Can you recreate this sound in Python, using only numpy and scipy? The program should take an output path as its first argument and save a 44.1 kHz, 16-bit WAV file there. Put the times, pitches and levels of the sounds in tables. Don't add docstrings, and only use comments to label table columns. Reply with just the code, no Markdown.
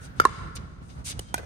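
import sys
import numpy as np
from scipy import signal
from scipy.fft import rfft, irfft
from scipy.io import wavfile
from scipy.ndimage import uniform_filter1d, minimum_filter1d

SR = 44100
rng = np.random.default_rng(int(sys.argv[2]) if len(sys.argv) > 2 else 0)


def to_wav(sig):
    pcm = np.clip(np.atleast_2d(sig), -1, 1) * 32767
    pcm = np.round(pcm).astype(np.int16)
    wavfile.write(sys.argv[1], SR, pcm.T)


N = 63945
T = np.arange(N) / SR
HZ = np.maximum(np.arange(N // 2 + 1) * SR / N, 1)
SIDES = np.array([[.5], [-.5]])


def from_db(db):
    return 10 ** (np.asarray(db) / 20)


def unit_rms(x):
    return x / np.sqrt(np.mean(x ** 2) + 1e-20)


def per_hz(points):
    hz, value = np.transpose(points)
    return np.interp(np.log(HZ), np.log(hz), value)


def pan(pan_db):
    return from_db(SIDES * pan_db)


def filtered(x, bin_gain):
    return irfft(rfft(x) * bin_gain, N)


def colour(x, spectrum):
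    return unit_rms(filtered(x, from_db(per_hz(spectrum))))


def noise(spectrum):
    return colour(rng.standard_normal((2, N)), spectrum)


def decay(t, t60_s):
    return (t >= 0) * from_db(-60 * np.maximum(t, 0) / t60_s)


def rise(t, rise_s):
    return np.clip(t / rise_s, 0, 1)


def background():
    # freq_hz, level_db
    air_spectrum = [(15, -43), (31, -8.5), (44, -0.5), (72, 1.5), (140, -4), (220, -10.5), (400, -22),
                    (800, -23), (1400, -24.5), (2500, -38), (5000, -43.5), (9000, -53.5), (12000, -62),
                    (16000, -60)]
    # freq_hz, pan_db
    air_pan = [(50, -1.5), (150, -3.5), (500, -2), (1500, -1), (4000, 4), (9000, -2.5)]
    # freq_hz, correlation
    air_likeness = [(50, .8), (150, 0.82), (400, 0.14), (900, -0.75), (3000, -0.34)]
    mid, side = rfft(rng.standard_normal((2, N)))
    correlation = per_hz(air_likeness)
    stereo_bins = np.sqrt(1 + correlation) * mid + np.sqrt(1 - correlation) * side * [[1], [-1]]
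    air = colour(irfft(stereo_bins * pan(per_hz(air_pan)), N), air_spectrum)
    flutter_db = 2.5 * unit_rms(filtered(rng.standard_normal(N), np.exp(-HZ / 12)))
    return from_db(-41.5 + flutter_db) * air


def earlier_echo():
    # freq_hz, level_db
    echo_spectrum = [(200, -18), (500, 1.5), (900, -14), (1450, 9.5), (2200, -6.5), (5000, -16),
                     (12000, -25.5)]
    return from_db(-52) * noise(echo_spectrum) * decay(T, t60_s=2.1)


def grit(spectrum):
    # centre_hz, width_hz, gain_db
    sole_peaks = [(2250, 190, 4), (2800, 130, 4.5), (3770, 400, 3.5), (4850, 500, 3.5), (6320, 520, 6),
                  (7960, 330, 4), (9600, 230, -3)]
    clicks_per_s, click_share = 1200, 0.42
    sizes = from_db(np.minimum(rng.exponential(1, N), 5))
    clicks = (rng.random(N) < clicks_per_s / SR) * sizes * rng.standard_normal((2, N))
    smooth = rng.standard_normal((2, N))
    friction = np.sqrt(click_share) * unit_rms(clicks) + np.sqrt(1 - click_share) * smooth
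    peaks_db = sum(db / (1 + (2 * (HZ - hz) / width_hz) ** 2) for hz, width_hz, db in sole_peaks)
    return colour(filtered(friction, from_db(peaks_db)), spectrum)


def scuffs():
    # start_s, length_s, attack_s, release_s, level_db, pan_db, grind_db
    slides = [(-0.001, 0.052, 0.055, .012, -48, 1, -4), (0.156, 0.03, 0.022, .01, -59, 3, 3.5),
              (0.551, .011, 0.0061, 0.0053, -37.5, 1, -1.5), (0.815, 0.19, 0.016, 0.026, -69.5, 15, -7),
              (0.877, 0.028, 0.0069, 0.019, -74.5, 2, 15.5), (1.041, 0.072, 0.019, .007, -35, 0, -5.5),
              (1.203, 0.011, 0.0064, 0.021, -55, 1, -6), (1.265, 0.015, 0.015, 0.019, -65, 3, 8),
              (1.344, 0.03, 0.015, 0.011, -59.5, 7, 9)]
    # freq_hz, level_db
    hiss_spectrum = [(1000, -32), (2500, -2), (4500, -0.5), (6400, 3), (9400, 10), (11000, -12),
                     (13000, -5.5), (16000, -29)]
    grind_spectrum = [(300, -18), (900, -7.5), (1500, -5), (2300, -2.5), (3800, 0.5), (6000, -3.5),
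                      (12000, -29)]
    grind_lag_s = 0.011
    hiss, grind = grit(hiss_spectrum), grit(grind_spectrum)
    out = 0
    for start_s, length_s, attack_s, release_s, level_db, pan_db, grind_db in slides:
        for layer, lag_s in ((hiss, 0), (from_db(grind_db) * grind, grind_lag_s)):
            t = T - start_s - lag_s
            envelope = rise(t, attack_s) * np.exp(-np.maximum(t - length_s, 0) / release_s)
            out += from_db(level_db) * pan(pan_db) * layer * envelope
    return out


def low_cut(x, cutoff_hz):
    return signal.sosfilt(signal.butter(2, cutoff_hz, "high", fs=SR, output="sos"), x + 1e-18)


def ring(t, modes):
    return sum(from_db(level_db) * pan(pan_db) * np.sin(2 * np.pi * pitch_hz * t) * decay(t, t60_s)
               for pitch_hz, level_db, t60_s, pan_db in modes)


def thump(t, pitch_hz, peak_s):
    age_s = np.maximum(t - 0.001, 0)
    return np.sin(2 * np.pi * pitch_hz * age_s) * age_s / peak_s * np.exp(1 - age_s / peak_s)


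def blows():
    # pitch_hz, level_db, t60_s, pan_db
    first_paddle = [(1060, -37, .022, -19), (1364, 2, 0.021, -0.3), (1793, -11.5, 0.00592, 18.5),
                    (3020, -17.5, 0.012, 4), (3487, -22.5, 0.019, 2.5), (4890, -26, 0.024, 9)]
    second_paddle = [(864, -28.5, .04, -15), (1077, -0.5, 0.034, -5.7), (1366, -19.5, 0.039, 14),
                     (1730, -10, 0.017, 6.5), (2740, -30, .03, 5), (3900, -19, 0.013, -1)]
    ball = [(570, -24.5, 0.011, -4.5), (1280, -41.5, .018, 6), (1810, -37, 0.016, -11.5),
            (3026, -29.5, 0.014, -8), (3930, -37.5, 0.014, -15)]
    near_paddle = [(745, -21.5, 0.027, -11.5), (878, -12.5, 0.009, -8.5), (1494, -17.5, 0.041, 0),
                   (2020, -27.5, 0.046, -9), (2375, -29, 0.027, -3), (3160, -26.5, 0.014, 4)]
    light_knock = [(660, -30.5, 0.029, -6), (1545, -35.5, 0.054, 3), (2460, -32, 0.018, -3.5),
                   (3840, -40, 0.045, 3.5)]
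    # freq_hz, level_db
    first_crack = [(400, 4), (1800, 9), (2500, 4), (3500, -4.5), (6000, 3.5), (9000, -1), (11000, -15),
                   (13500, 0), (16000, -21)]
    second_crack = [(3100, -36), (3900, 1.5), (9000, 5.5), (11000, -7.5), (13500, -12), (16000, -24)]
    near_crack = [(400, -21), (2300, -2), (3500, 0.5), (6000, 3.5), (9000, 6), (11000, -2), (13500, -2),
                  (16000, -14)]
    # start_s, left_lag_s, contact_s, thump_hz, thump_db, thump_pan_db,
    # thump_peak_s, crack_db, crack_t60_s, crack_pan_db, ground_s, ground_db, send_db
    impacts = [(0.1991, -.00024, 0.00083, 443, -13.5, -1.5, 0.00099, -17, 0.024, 1, 0.0037, -20, 5),
               (0.2517, .00007, 0.00097, 390, -15.5, -9, 0.0014, -15, 0.01, 6.5, 0.0046, -29, 0.5),
               (1.1923, .00029, 0.00073, 292, -36, -2, 0.0015, -26, 0.015, 3, .0024, -1, -5),
               (1.34186, .0004, 0.0006, 228, -24.5, -9, 0.0014, -20, 0.018, -2, 0.002203, -6, 4),
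               (1.3790, .0001, 0.00038, 330, -42, -9, 0.0013, -44, 0.048, 0, .002, -5, -11)]
    bodies = [(first_paddle, first_crack), (second_paddle, second_crack),
              (ball, near_crack), (near_paddle, near_crack), (light_knock, near_crack)]
    direct, send = 0, 0
    for (modes, crack_spectrum), impact in zip(bodies, impacts):
        (start_s, left_lag_s, contact_s, thump_hz, thump_db, thump_pan_db,
         thump_peak_s, crack_db, crack_t60_s, crack_pan_db, ground_s, ground_db, send_db) = impact
        t = T - start_s - left_lag_s * SIDES
        onset = rise(t, contact_s)
        body = low_cut(onset * ring(t, modes), cutoff_hz=520)
        pulse = from_db(thump_db) * pan(thump_pan_db) * thump(t, thump_hz, thump_peak_s)
        crack = from_db(crack_db) * pan(crack_pan_db) * noise(crack_spectrum)
        blow = body + low_cut(pulse, cutoff_hz=130) + crack * onset * decay(t, crack_t60_s)
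        reflection = np.array([np.interp(T - ground_s, T, channel) for channel in blow])
        direct += blow + from_db(ground_db) * reflection
        send += from_db(send_db) * blow
    return direct, send


def court(send):
    # delay_s, level_db, pan_db
    echoes = [(0.0134, -33.5, 16), (0.0165, -25.5, -3), (0.0206, -29.5, 8), (0.041, -29.5, 1)]
    # freq_hz, level_db
    scatter_spectrum = [(150, -4), (400, 8.5), (750, 5.5), (1050, 6), (1400, 2), (2200, 14), (5000, 10.5),
                        (9000, 7), (14000, -14)]
    woods_spectrum = [(150, 6.5), (400, -2.5), (750, -6.5), (1420, -2), (2000, 3), (3200, 0), (9000, -18)]
    # freq_hz, pan_db
    scatter_pan = [(300, 7), (1200, 2.5), (3000, 0), (8000, 7)]
    trees_db, trees_s, trees_width_s = 4, .165, .055
    tree_swell = from_db(trees_db * np.exp(-((T - trees_s) / trees_width_s) ** 2))
    scatter = filtered(noise(scatter_spectrum), pan(per_hz(scatter_pan)))
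    scatter *= rise(T, 0.0046) * decay(T, t60_s=1.08) * tree_swell
    woods_age_s = T - .15
    woods = noise(woods_spectrum) * rise(woods_age_s, 0.07) * decay(woods_age_s, t60_s=1.17)
    response = (from_db(-21) * unit_rms(scatter) + from_db(-31) * unit_rms(woods)) / np.sqrt(N)
    for delay_s, level_db, pan_db in echoes:
        response[:, int(delay_s * SR)] += from_db(level_db) * pan(pan_db)[:, 0]
    return signal.fftconvolve(send, response, axes=1)[:, :N]


def squeak():
    peak_s, width_s, pitch_hz, sag_hz_per_s = 1.302, 0.053, 3140, 700
    t = T - peak_s
    phase = 2 * np.pi * np.cumsum(pitch_hz - sag_hz_per_s * t) / SR
    return from_db(-60.5) * np.sin(phase) * np.exp(-(t / width_s) ** 2)


def steps():
    # start_s, level_db, t60_s
    landings = [(1.39, -33.5, 0.088), (1.43, -42.5, 0.18)]
    # freq_hz, level_db
    pat_spectrum = [(25, -30), (60, -11), (150, 1), (550, 8.5), (1000, -6), (1600, 1.5), (2500, -24),
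                    (8000, -32)]
    pat = pan(1.5) * noise(pat_spectrum)
    return sum(from_db(level_db) * pat * rise(T - start_s, 0.0015) * decay(T - start_s, t60_s)
               for start_s, level_db, t60_s in landings)


def scene():
    direct, send = blows()
    feet = scuffs() + steps()
    return direct + feet + court(send + feet) + squeak() + background() + earlier_echo()


def record(dry):
    notch_hz, notch_share = 7640, 0.83
    ceiling, limiter_s, cutoff_hz = 0.81, 0.00088, 17000
    notched = signal.lfilter(*signal.iirnotch(notch_hz, Q=17.5, fs=SR), dry)
    mic = dry + notch_share * (notched - dry)
    window = int(limiter_s * SR) + 1
    needed_gain = np.minimum(1, ceiling / (np.abs(mic).max(axis=0) + 1e-9))
    gain = uniform_filter1d(minimum_filter1d(needed_gain, window), window)
    return signal.sosfilt(signal.cheby2(12, 70, cutoff_hz, fs=SR, output="sos"), mic * gain)


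dry = scene()
out = record(dry)
to_wav(out)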